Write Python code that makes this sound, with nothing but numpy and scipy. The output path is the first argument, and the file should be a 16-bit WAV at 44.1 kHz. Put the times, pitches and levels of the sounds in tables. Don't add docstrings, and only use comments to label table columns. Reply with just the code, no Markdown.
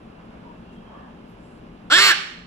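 import sys
import numpy as np
from scipy import signal
from scipy.fft import rfft, irfft, next_fast_len
from scipy.io import wavfile
from scipy.ndimage import uniform_filter1d

SR = 44100
rng = np.random.default_rng(int(sys.argv[2]) if len(sys.argv) > 2 else 0)


def wav_out(sig):
    wavfile.write(sys.argv[1], SR, np.round(np.clip(np.atleast_2d(sig).T, -1, 1) * 32767).astype(np.int16))


def gain_from_db(level_db):
    decades = np.asarray(level_db, float) / 20
    return 10 ** decades


N = 108618


def rms_one(x):
    return x / np.sqrt(np.mean(x ** 2) + 1e-20)


def in_time(rows):
    time_s, *columns = np.transpose(rows)
    return [np.interp(np.arange(N) / SR, time_s, column) for column in columns]


def at_hz(points, hz):
    table_hz, value = np.transpose(points)
    return np.interp(np.log(hz + 1), np.log(table_hz), value)


def drift(rate_hz):
    r = np.exp(-2 * np.pi * rate_hz / SR)
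    noise = rng.standard_normal(N + SR)
    return rms_one(signal.lfilter([1], [1, -2 * r, r * r], noise)[SR:])


def band(x, low_hz, high_hz):
    edges_hz = [low_hz, min(high_hz, SR / 2.2)]
    return signal.sosfilt(signal.butter(2, edges_hz, "band", fs=SR, output="sos"), x)


def resonance(x, hz, width_hz):
    r = np.exp(-np.pi * width_hz / SR)
    zeros = np.array([1, 0, -1]) * (1 - r * r) / 2
    poles = [1, -2 * r * np.cos(2 * np.pi * hz / SR), r * r]
    return signal.lfilter(zeros, poles, x)


# pitch_hz, width_hz, level_db
HUM_LINES = [(60, 25, -57.5), (116.7, 10.7, -57.5), (174.2, 19, -51), (222.8, 26.5, -51),
             (255.4, 8.6, -60.5), (2740, 660, -66), (5770, 400, -92)]


def fan():
    out = 0
    for pitch_hz, width_hz, level_db in HUM_LINES:
        noise = rng.standard_normal((2, N + SR))
        mid, side = resonance(resonance(noise, pitch_hz, width_hz), pitch_hz, width_hz)[:, SR:]
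        unlike = min(0.00018 * pitch_hz, 1)
        out = out + gain_from_db(level_db) * rms_one(mid + unlike * side * [[1], [-1]])
    return out


# pitch_hz, density_db (per Hz)
AIR_SPECTRUM = [(12, -37), (20, -1.5), (65, -2), (85, -39), (107, -12.5), (226, 0), (395, -5.5),
                (1110, -13), (15700, -54.5)]
# pitch_hz, likeness (0-1)
AIR_LIKENESS = [(30, 1), (125, 1), (300, 1), (600, 0.089), (1500, 0.048), (5000, 0.62)]
# pitch_hz, balance_db
AIR_BALANCE = [(60, 1.5), (150, 1.5), (380, 4.5), (950, 1), (2380, -10), (5980, -0.5), (15000, -14)]


def air(patchy_db):
    out, together = 0, drift(12.0)
    edges_hz = 20 * 2 ** np.arange(0, 10.1, .5)
    white = rng.standard_normal((2, 2, N))
    for k, (low_hz, high_hz) in enumerate(zip(edges_hz, edges_hz[1:])):
        mid, side = band(white[k % 2], low_hz, high_hz)
        hz = np.sqrt(low_hz * high_hz)
        alike = at_hz(AIR_LIKENESS, hz)
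        flicker_db = patchy_db * (0.067 * together + drift(7.8))
        gain = gain_from_db(at_hz(AIR_SPECTRUM, hz) + flicker_db)
        sides = gain_from_db(at_hz(AIR_BALANCE, hz) / 2 * np.array([[1], [-1]]))
        stereo = np.sqrt(1 + alike) * mid + np.sqrt(1 - alike) * side * [[1], [-1]]
        out = out + gain * sides * stereo
    return gain_from_db(-46.0) * rms_one(out)


def mic_hiss():
    return gain_from_db(-75.5) * rms_one(band(rng.standard_normal((2, N)), 6000, 13300))


# centre_s, half_length_s, low_hz, high_hz, level_db
SWELLS = [
    (0.38, 0.22, 400, 1250, -50.5),
    (0.992, 0.16, 570, 1150, -49.5),
    (0.495, 0.05, 940, 985, -46),
    (0.89, 0.26, 3170, 3250, -66),
    (0.71, 0.055, 2720, 2800, -63),
    (0.982, 0.066, 1090, 1170, -50.5),
    (1.01, 0.12, 1650, 1800, -59.5),
    (0.74, .03, 5600, 11500, -70.5),
    (1.31, 0.049, 6300, 22000, -67),
    (1.485, .09, 6700, 10400, -67.5),
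]


def swells():
    t, out = np.arange(N) / SR, 0
    for centre_s, half_length_s, low_hz, high_hz, level_db in SWELLS:
        noise = rms_one(band(rng.standard_normal((2, N)), low_hz, high_hz))
        rise_and_fall = np.exp(-((t - centre_s) / half_length_s) ** 2)
        out = out + gain_from_db(level_db + 2.0 * drift(10)) * rise_and_fall * noise
    return out


# start_s, pitch_hz
FREE_WHISTLE = [(1.976, 1703), (1.992, 1739), (2.016, 1882), (2.045, 1894), (2.075, 1884), (2.09, 1795),
                (2.105, 1850), (2.12, 1730), (2.146, 1390)]


def syrinx(pulse_hz):
    FIRST_RING_HZ, LOCK_ORDER, RESTRUCK_FROM_S, PULL_CYCLES = 1440, 5, 2.095, .045
    t = np.arange(N) / SR
    unlocked = t > FREE_WHISTLE[0][0]
    free = unlocked & (t < RESTRUCK_FROM_S)
    steady_turns = np.cumsum(pulse_hz) / SR
    steady_turns = steady_turns - steady_turns[int(CALL[0][0] * SR)] - .3
    free_hz = in_time(FREE_WHISTLE)[0] * (1 + 0.00334 * drift(47))
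    locked_hz = np.maximum(LOCK_ORDER * pulse_hz, FIRST_RING_HZ)
    whistle_hz = np.where(unlocked, free_hz, locked_hz)
    restruck_turns = steady_turns % 1 * whistle_hz / pulse_hz
    swing_rad = 2 * np.pi * np.where(free, np.cumsum(whistle_hz) / SR, restruck_turns)
    nearest = np.clip(np.searchsorted(steady_turns, np.round(steady_turns)), 0, N - 1)
    turns = steady_turns + PULL_CYCLES * free * np.sin(swing_rad[nearest])
    return steady_turns, turns, swing_rad


def pulse_train(turns, pulse_hz, swing_rad):
    SHIMMER_DB, SWAY = 1.2, 0.035
    on = slice(int(CALL[0][0] * SR), int(CALL[-1][0] * SR))
    pulses = np.zeros(N)
    for k in range(1, 80):
        below_top = k * pulse_hz[on] < SR / 2.3
        pulses[on] += np.cos(2 * np.pi * k * turns[on]) * below_top
    return pulses * gain_from_db(SHIMMER_DB * drift(200)) * (1 + SWAY * np.cos(swing_rad))


# pitch_hz, width_hz, narrow_beak_db, agape_beak_db
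THROAT = [(1330, 180, -3, 0), (1680, 360, 7.5, -1.5), (2100, 760, -4.5, 3), (2890, 350, 1.5, 4),
          (3430, 310, 7.5, -6), (4290, 224, 3, 8.5), (4950, 630, -2.5, 0), (6700, 1200, -14.5, 0.5),
          (7530, 290, 10, 8.5), (9700, 350, 10.5, 12), (11900, 600, -2, 7), (14600, 2600, -18, -10)]


def throat(x, column):
    x = gain_from_db(-10) * band(x, 983, 4760)
    for row in THROAT:
        x = x + (gain_from_db(row[column]) - 1) * resonance(x, row[0], row[1])
    return x


def beak(source):
    GAPE_FROM_S, GAPE_OVER_S, SHUT_FROM_S = 1.965, .04, 2.09
    t = np.arange(N) / SR
    nearest_end_s = np.minimum(t - GAPE_FROM_S, SHUT_FROM_S + GAPE_OVER_S - t)
    gape = np.clip(nearest_end_s / GAPE_OVER_S, 0, 1)
    return (1 - gape) * throat(source, column=2) + gape * throat(source, column=3)


def rasp(rough):
    RASP_HZ, WIDTH_HZ, RASP_DB = 1550, 900, -3
    noise = resonance(rng.standard_normal(N), RASP_HZ, WIDTH_HZ)
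    return 3.5 * rough * gain_from_db(RASP_DB) * rms_one(resonance(noise, RASP_HZ, WIDTH_HZ))


# start_s, level_db, gate_depth (0-1), overtones_db
WHISTLE_STRENGTH = [(1.9, 4, 0, -12), (1.92, 1.5, 0.21, -12), (1.942, -4, 0.03, 5),
                    (1.968, -4.5, 0.02, -2.5), (1.988, -3, 0.8, 7), (2.022, -15.5, 0.06, -8),
                    (2.08, -20.5, 0.8, 2), (2.098, -6, 0.4, -23), (2.135, 5, 0.04, -8)]
# multiple, level_db
WHISTLE_OVERTONES = [(1, 2.5), (2, -10.5), (3, -13.5), (4, -19), (5, -24)]


def whistle(turns, swing_rad):
    GATE_SHARPNESS, LOW_HZ = 7, 1197
    level_db, depth, over_db = in_time(WHISTLE_STRENGTH)
    tone = 0
    for k, partial_db in WHISTLE_OVERTONES:
        tone = tone + gain_from_db(partial_db + over_db * (k > 1.5)) * np.sin(round(k) * swing_rad)
    flare = GATE_SHARPNESS * np.exp(-GATE_SHARPNESS * (turns % 1))
    tone = 2 * gain_from_db(level_db) * (1 - depth + depth * flare) * tone
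    return band(band(tone, LOW_HZ, SR / 2), LOW_HZ, SR / 2)


# multiple, level_db (against the call)
CHEST_PARTIALS = [(1, -29), (2, -23.5), (3, -16.5)]


def chest(steady_turns):
    out = 0
    for k, level_db in CHEST_PARTIALS:
        out = out + gain_from_db(level_db) * np.sqrt(2) * np.cos(2 * np.pi * round(k) * steady_turns)
    return out


# start_s, level_db
BEAK_HISS = [(1.96, -63), (1.99, -32), (2.05, -19), (2.115, -20), (2.14, -44)]


def beak_hiss(gate):
    LOW_HZ, HIGH_HZ = 12900, 16200
    noise = band(rng.standard_normal(N) * (.5 + gate), LOW_HZ, HIGH_HZ)
    return gain_from_db(in_time(BEAK_HISS)[0]) * rms_one(band(noise, LOW_HZ, HIGH_HZ))


# start_s, level_db, pulse_hz, brightness_db
CALL = [
    (1.9, -31, 228.5, -2.5),
    (1.926, -7, 294.3, 5),
    (1.948, -9.5, 340.4, 7),
    (1.982, -9.5, 391.5, 1.5),
    (2.05, -10.5, 407.2, -1),
    (2.098, -11, 374.4, 1),
    (2.116, -12.5, 325.3, 4),
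    (2.134, -23.5, 256, -10),
    (2.146, -45, 232, -15),
]
# start_s, roughness (0-1)
ROUGHNESS = [(1.9, .01), (1.96, .02), (1.985, .2), (2.02, .07), (2.07, .04), (2.1, .25), (2.14, .15)]


def squawk():
    BRIGHT_FROM_HZ, THROAT_LOW_HZ, JITTER, BREATH_GAIN = 800, 208, .004, 5
    t = np.arange(N) / SR
    level_db, pulse_hz, bright_db = in_time(CALL)
    rough, = in_time(ROUGHNESS)
    pulse_hz = pulse_hz * (1 + JITTER * drift(120))
    steady_turns, turns, swing_rad = syrinx(pulse_hz)
    gate = np.exp(-4.4 * (turns % 1))
    breath = BREATH_GAIN * rough * rng.standard_normal(N) * gate
    source = pulse_train(turns, pulse_hz, swing_rad) + breath
    source = source + (gain_from_db(bright_db) - 1) * band(source, BRIGHT_FROM_HZ, SR / 2)
    voice = band(beak(source) + rasp(rough), THROAT_LOW_HZ, SR / 2)
    voice = voice + whistle(turns, swing_rad)
    even = voice / np.sqrt(uniform_filter1d(voice ** 2, size=900) + 1e-9)
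    flutter = gain_from_db(-36) * rms_one(band(rng.standard_normal(N), 83, 275))
    even = band(even, 17, 21000) + chest(steady_turns) + flutter
    fade = np.clip(np.minimum((t - CALL[0][0]) / .001, (CALL[-1][0] - t) / .004), 0, 1)
    return -(even + beak_hiss(gate)) * fade * gain_from_db(level_db + 4.0)


# pitch_hz, balance_db
BIRD_BALANCE = [(60, -15), (160, -6), (450, 24), (740, 2.5), (2010, -3), (5500, -7), (9080, 5.5),
                (15000, -3.5)]
# pitch_hz, lead_rad
BIRD_PHASE = [(430, .8), (1460, .7), (3010, 2.2), (3450, 1.5), (3750, 4.3), (5600, 4.9), (7840, 6.9),
              (14000, 11)]
# pitch_hz, t60_s
ROOM_T60 = [(200, 0.47), (500, 0.53), (1000, 0.66), (2000, 0.68), (4000, 0.59), (8000, 0.55), (15000, 0.36)]
# pitch_hz, level_db
ROOM_COLOUR = [(500, 4.5), (1100, -1), (1600, -2.5), (2200, -0.5), (2900, 1.5), (4300, -2), (6000, -1),
               (9000, -7)]


def heard(x):
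    EARLY_DB, ROOM_DB = -18, -21.5
    size = next_fast_len(N + SR)
    hz = np.arange(size // 2 + 1) * SR / size
    t60_s = at_hz(ROOM_T60, hz)
    tail_gain = gain_from_db(ROOM_DB + at_hz(ROOM_COLOUR, hz))
    left = gain_from_db(at_hz(BIRD_BALANCE, hz) / 2) * np.exp(.5j * at_hz(BIRD_PHASE, hz))
    right = 1 / np.abs(left) * np.exp(-1j * np.angle(left))

    def delay(lag_s):
        return np.exp(-2j * np.pi * hz * lag_s)

    out = []
    for port in (left, right):
        tail = 0
        for k, lag_s in enumerate(rng.uniform(.018, .05, 12)):
            loop = gain_from_db(-60 * lag_s / t60_s) * delay(lag_s)
            tail = tail + (-1) ** k * (1 / (1 - loop) - 1)
        for lag_s in rng.uniform(.001, .005, 3):
            turn = delay(lag_s)
            tail = tail * (turn - .6) / (1 - .6 * turn)
        early = sum(delay(lag_s) * rng.choice([-1, 1]) for lag_s in rng.uniform(.002, .015, 4))
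        room = np.abs(port) * (gain_from_db(EARLY_DB) * early + tail_gain * tail)
        out.append(irfft(rfft(x, size) * (port + room), size)[:N])
    return np.array(out)


def scene():
    AIR_LAG_S = 0.00032
    left, right = fan() + air(patchy_db=.6) + mic_hiss() + swells()
    late = np.interp(np.arange(N) - AIR_LAG_S * SR, np.arange(N), right)
    return heard(squawk()) + np.array([left, late])


def low_pass(x):
    return signal.sosfilt(signal.butter(12, 14800, fs=SR, output="sos"), x)


# pitch_hz, width_hz, depth (0-1)
PORT_DIPS = [(1886, 174, 0.41), (6500, 480, 0.7), (8560, 1100, 0.63), (10300, 480, 0.4), (12330, 1600, 0.9),
             (13100, 2400, 0.9)]


def record(dry):
    AGC_FROM_DB, AGC_SHARE, RELEASE_DB_PER_S, CEILING = -24, 0.2, 21, .85
    climb_db = RELEASE_DB_PER_S * np.arange(N) / SR
    level_db = 10 * np.log10(uniform_filter1d(np.mean(dry ** 2, axis=0), size=800) + 1e-12)
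    held_db = np.maximum.accumulate(level_db + climb_db) - climb_db
    over_db = uniform_filter1d(np.maximum(held_db - AGC_FROM_DB, 0), size=800)
    mix = dry * gain_from_db(-AGC_SHARE * over_db)
    mix = CEILING * np.tanh(mix / CEILING)
    for pitch_hz, width_hz, depth in PORT_DIPS:
        mix = mix - depth * resonance(mix, pitch_hz, width_hz)
    return low_pass(mix)


dry = scene()
out = record(dry)
wav_out(out)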